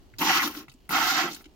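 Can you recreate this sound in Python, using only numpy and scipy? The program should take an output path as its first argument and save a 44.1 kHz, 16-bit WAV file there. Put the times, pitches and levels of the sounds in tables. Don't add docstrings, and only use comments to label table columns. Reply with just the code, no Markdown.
import sys
import numpy as np
from scipy.fft import rfft, irfft
from scipy.io import wavfile
from scipy.ndimage import map_coordinates

SR = 44100
rng = np.random.default_rng(int(sys.argv[2]) if len(sys.argv) > 2 else 0)


def unload_wav(signal):
    wavfile.write(
        sys.argv[1],
        SR,
        np.round(np.clip(np.atleast_2d(signal).T, -1, 1) * 32767).astype(np.int16),
    )


N = 68355
SILENT_DB, TOP_HZ = -140, 15900


def amp(db):
    return 10 ** (np.asarray(db) / 20)


def unit(x):
    return x / np.sqrt(np.mean(x ** 2) + 1e-20)


def along(points, hz):
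    f, values = np.transpose(points)
    return np.interp(np.log(hz + 1), np.log(f + 1), values)


def grid():
    return np.fft.rfftfreq(2 * N, 1 / SR)


def filtered(x, response):
    return irfft(rfft(x, 2 * N) * response)[..., :N]


def colour(points):
    cepstrum = irfft(np.log(amp(np.maximum(along(points, grid()), -100))))
    return np.exp(rfft(cepstrum * np.r_[1, np.full(N - 1, 2), np.zeros(N)]))


def neutral(response):
    return response / np.sqrt(np.mean(np.abs(response) ** 2))


def wobble(rate):
    values = rng.standard_normal(int(N * rate / SR) + 4)
    return map_coordinates(values, [np.arange(N) * rate / SR])


def clicks(per_s, spread_db):
    size = amp(spread_db * rng.standard_normal(N).clip(-2, 2)) * rng.choice([-1, 1], N)
    return unit(size * (rng.random(N) < per_s / SR))


# f/Hz, likeness (1 = the same)
EAR_LIKENESS = [(25, 0.1), (70, .55), (150, 0.46), (300, 0.69), (700, 0.62), (1300, 0.17), (2000, .05),
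                (5000, 0.02), (12000, 0.02)]
def stereo(pair):
    turn = np.arccos(np.clip(along(EAR_LIKENESS, grid()), -1, 1)) / 2
    mid, side = pair[0] * np.cos(turn), pair[1] * np.sin(turn)
    return np.array([mid + side, mid - side])


def echoes(fade_s):
    tail = rng.standard_normal((2, N)) * amp(-60 * np.arange(N) / SR / fade_s)
    return neutral(stereo(rfft(tail, 2 * N)))


# f/Hz, relative level/dB
SHED_TONE = [(12, -30), (22, -5.5), (42, -9.5), (70, -12), (116, -21.5), (274, -21), (372, -18.5),
             (465, -28.5), (686, -30.5), (811, -30), (1070, -34.5), (1500, -39), (5000, -43), (15500, -57)]
def shed(level_db=-56.5):
    white = stereo(rfft(rng.standard_normal((2, 2 * N))))
    hum = irfft(white * amp(along(SHED_TONE, grid())))[:, :N]
    return unit(hum) * amp(level_db + 1.5 * wobble(6.7))


# f/Hz, relative level/dB
FOAM_TONE = [(800, -18), (2500, 3.5), (6000, -2), (8300, -20), (13000, 1), (16000, 1)]
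def foam(level_db=-70.5):
    pops = clicks(per_s=490, spread_db=3.5)
    return amp(level_db) * unit(filtered(pops, echoes(fade_s=0.006) * colour(FOAM_TONE)))


def ping(hz, t, cycles, rise=0.08):
    age = hz * t / cycles
    onset = 1 - np.exp(-2 * hz * t)
    return np.sin(2 * np.pi * hz * t * (1 + rise * age / 2)) * amp(-60 * age) * onset


def rings(table, cycles):
    t = np.arange(N) / SR
    return sum(amp(db) * ping(hz, np.maximum(t - start, 0), cycles) for start, hz, db in table)


# t/s, f/Hz, level/dB
BUCKET_THUMPS = [(.135, 110, -44), (.196, 160, -35), (0.683, 130, -45), (.745, 260, -45), (.889, 75, -58),
                 (.893, 170, -33.5), (1.461, 300, -40.5)]
def thumps():
    return rings(BUCKET_THUMPS, cycles=18)


# f/Hz, width/Hz, relative level/dB, left-right phase/rad
AIR_NOTES = [(785.3, 35, -1, .2), (883, 34, -1.5, 0.8), (1079, 32, -1.5, 0.6), (1175, 18, -15, 2),
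             (1286, 15, -3.5, -0.7), (1336, 29, -2, 0.3), (1399.5, 32, 1, 1.34), (1741, 39, -1.5, 4.5),
             (1984, 48, 0, -1.87), (2120, 39, -4, -2.1), (2330, 47, 0.5, 3.9), (2606, 40, 0.5, 1.57),
             (3143, 42, 1, -4), (3786, 59, 1.5, 3.96)]
def bucket(air_db=8.5, wall_db=3):
    t = np.arange(SR // 8) / SR
    air = 0
    for hz, width, db, phase in AIR_NOTES:
        fade = amp(db) * 2 * np.pi * width / SR * np.exp(-np.pi * width * t)
        air = air + fade * np.cos(2 * np.pi * hz * t + np.array([[phase], [-phase]]) / 2)
    wall = echoes(fade_s=0.047) * amp(along([(600, -3.5), (1200, -2), (3000, 0)], grid()))
    direct = amp(along([(1000, 0), (2500, -10)], grid()))
    return direct + amp(wall_db) * wall + amp(air_db) * rfft(air, 2 * N)


# t/s, peak level/dB, centre f/Hz
STRAY_DRIPS = [(.138, -43, 2200), (.184, -30.5, 5030), (.549, -32, 1330), (.682, -39, 1700),
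               (.696, -40.5, 3800), (.716, -46.5, 3000), (0.724, -49.5, 12500), (.738, -50.5, 6000),
               (.856, -58, 3000), (0.8917, -27.5, 2110), (0.8913, -24, 13600), (.908, -19.5, 1200),
               (1.331, -30.5, 4800), (1.346, -28.5, 5000), (1.364, -38, 2760), (1.408, -42.5, 1190),
               (1.419, -45, 13000), (1.442, -43, 3300), (1.456, -42.5, 2800)]
def drips(fade_s=0.0073, width_octaves=0.59):
    t, body, out = np.arange(N) / SR, bucket(), np.zeros((2, N))
    for start, db, hz in STRAY_DRIPS:
        burst = rng.standard_normal(N) * (t >= start) * amp(-60 * np.abs(t - start) / fade_s)
        octaves_away = np.log2((grid() + 1) / hz)
        tick = filtered(burst, body / (1 + (octaves_away / width_octaves) ** 2))
        out += amp(db) * tick / np.abs(tick).max()
    return out


# t/s, f/Hz, level/dB
BIG_BUBBLES = [(.229, 966, -18.5), (.305, 872, -19), (.461, 308, -28.5), (1.252, 334, -28.5)]
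def gulps():
    return rings(BIG_BUBBLES, cycles=31)


# t/s, f/Hz, relative level/dB
SQUELCH_SLIDE = [(.392, 2600, -48), (.406, 2297, -33), (.421, 1900, -31.5), (.431, 1335, -29.5),
                 (0.44, 980, -34), (.45, 900, -61)]
def squelch(waver=0.079, rough_db=2.5):
    t = np.arange(N) / SR
    times, hz, db = np.transpose(SQUELCH_SLIDE)
    pitch = np.interp(t, times, hz) * (1 + waver * wobble(500))
    level = amp(np.interp(t, times, db, SILENT_DB, SILENT_DB) + rough_db * wobble(298.8))
    note = level * np.sin(2 * np.pi * np.cumsum(pitch) / SR)
    return amp(-3.5) * filtered(note, bucket())


# t/s, f/Hz
BUBBLE_PITCH = [(0.2, 870), (0.315, 983), (0.345, 1257), (0.385, 1325), (0.405, 2110), (0.422, 1890),
                (0.44, 1100), (0.55, 1345), (0.91, 1235), (0.98, 1263), (1.07, 1324), (1.2, 1418),
                (1.32, 1036)]
def froth(pitch_ratio, per_s=650, scatter=0.224, spots=2):
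    out, offsets = 0, np.arange(SR // 25)
    for _ in range(spots):
        when, draw, softness = rng.random((int(per_s / spots * N / SR), 3)).T[:, :, None]
        centre = pitch_ratio * np.interp(when * N / SR, *np.transpose(BUBBLE_PITCH))
        hz = np.clip(centre * (draw / (1 - draw)) ** (scatter / 2), 600, 7000)
        strength = amp(-12 * softness) * np.sqrt(hz) * rng.choice([-1, 1], softness.shape)
        pings = strength * ping(hz, offsets / SR, cycles=22.7)
        samples = (when * N).astype(int) + offsets
        swarm = np.bincount(samples.ravel(), pings.ravel(), N)[:N]
        out = out + filtered(swarm, bucket() * colour([(450, -30.5), (750, -4.5), (2000, -3.5)]))
    return unit(out)


# f/Hz, width/Hz, relative level/dB
BOTTOM_NOTES = [(186, 23, -6), (242, 53, -2.5), (296, 44, 5.5), (344.5, 38, -8)]
# f/Hz, relative level/dB
DRUM_TONE = [(70, -37), (150, -1), (340, 2.5), (450, -6), (600, -2.5), (1000, -34.5)]
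def drumming(level):
    f = grid()
    bottom = sum(amp(db) * 1j * f * width / (hz * hz - f * f + 1j * f * width)
                 for hz, width, db in BOTTOM_NOTES)
    hits = level * clicks(per_s=1500, spread_db=1)
    return filtered(hits, neutral(bottom * colour(DRUM_TONE)))


def patter(level, tone, per_s=4500, spread_db=4.5, spots=4):
    shape, out = colour(tone), 0
    for _ in range(spots):
        hits = level * clicks(per_s / spots, spread_db)
        out = out + filtered(hits, neutral(bucket() * shape))
    return out / np.sqrt(spots)


# t/s, then relative level/dB of splash, spray, fizz, drumming
JET_LEVELS = [
    [(0.184, -60, -41.5, -43, -49), (0.216, -22.5, -39, -34.5, -29), (0.236, -28, -31.5, -39, -36),
     (0.242, -32, -34, -38.5, -32.5), (0.276, -24, -30, -38.5, -32), (0.31, -21.5, -31, -38, -35.5),
     (0.326, -24, -32.5, -37.5, -39.5), (0.38, -25, -29.5, -37.5, -37), (0.4, -25, -40.5, -42.5, -48),
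     (0.434, -31, -32.5, -36, -34.5), (0.458, -36, -34, -39, -32), (0.48, -35.5, -45.5, -38.5, -36.5),
     (0.49, -45.5, -50.5, -49.5, -38), (0.54, -47.5, -55.5, -51.5, -52), (0.58, -49.5, -47, -48, -42),
     (0.634, -54.5, -64, -65, -47.5), (0.655, -71, -76, -84, -55)],
    [(0.892, -39.5, -47.5, -48, -44), (0.906, -42.5, -44, -41.5, -41), (0.916, -33.5, -41, -34.5, -33),
     (0.94, -23.5, -32, -42.5, -37.5), (0.972, -25, -34.5, -39, -40.5), (1.07, -27, -31.5, -37, -40.5),
     (1.096, -29, -29.5, -36, -54), (1.12, -27, -30.5, -40, -38.5), (1.152, -28, -32.5, -43.5, -47),
     (1.17, -25.5, -33, -42, -33.5), (1.2, -23.5, -32.5, -40, -40), (1.264, -33.5, -41.5, -52.5, -34),
     (1.288, -34.5, -50, -51, -36), (1.316, -54, -43.5, -47.5, -40), (1.35, -60.5, -54, -53, -54),
     (1.412, -61.5, -61.5, -65, -55.5), (1.425, -70, -83.5, -65, -53.5)],
]
# f/Hz, relative level/dB
SPLASH_TONES = [
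    [(310, -54.5), (520, -19), (699, -25.5), (802, -8.5), (1010, -10.5), (1110, -0.5), (1220, -9),
     (1980, -3.5), (3200, -7), (4160, -55), (7040, -120)],
    [(310, -46), (520, -13.5), (561, -40.5), (619, -9), (772, -5), (879, -12.5), (1370, -6.5), (1640, -8),
     (3200, -9), (4160, -38), (7040, -120)],
]
SPRAY_TONE = [(2000, -40.5), (3000, -5.5), (4000, -2.5), (5300, -1), (7000, -7.5), (8200, -20), (9500, -54)]
FIZZ_TONE = [(6500, -8), (8300, -16), (9600, -4.5), (11000, -11), (12200, -1.5), (13500, 0), (15500, -2),
             (16500, -19)]
# splash/dB, spray/dB, fizz/dB
JET_LEANS = [(1, -3.5, 6.5), (-2.5, -3.5, 5.5)]
def jet(levels, splash_tone, lean, flutter_db=0.77):
    t = np.arange(N) / SR
    times, *columns = np.transpose(levels)
    flutter = flutter_db * wobble(130)
    splash, spray, fizz, drum = [amp(np.interp(t, times, db, SILENT_DB, SILENT_DB) + flutter)
                                 for db in columns]
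    splash_pan, spray_pan, fizz_pan = [amp(np.array([[db], [-db]]) / 2) for db in lean]
    out = splash_pan * amp(-1) * patter(splash, splash_tone)
    out += splash_pan * amp(-4) * splash * froth(pitch_ratio=0.98)
    out += spray_pan * amp(2) * patter(spray, SPRAY_TONE)
    out += amp(-8) * spray * froth(pitch_ratio=2.656)
    out += fizz_pan * amp(2) * patter(fizz, FIZZ_TONE, per_s=1500, spread_db=3)
    return out + amp(-1.23) * drumming(drum)


def scene():
    jets = sum(jet(*pull) for pull in zip(JET_LEVELS, SPLASH_TONES, JET_LEANS))
    milk = jets + squelch() + gulps() + thumps() + drips() + foam()
    shed_echo = amp(-21.5) * filtered(milk, echoes(fade_s=0.28))
    return milk + shed_echo + shed()


def record(dry):
    return filtered(dry, grid() < TOP_HZ)


dry = scene()
out = record(dry)
unload_wav(out)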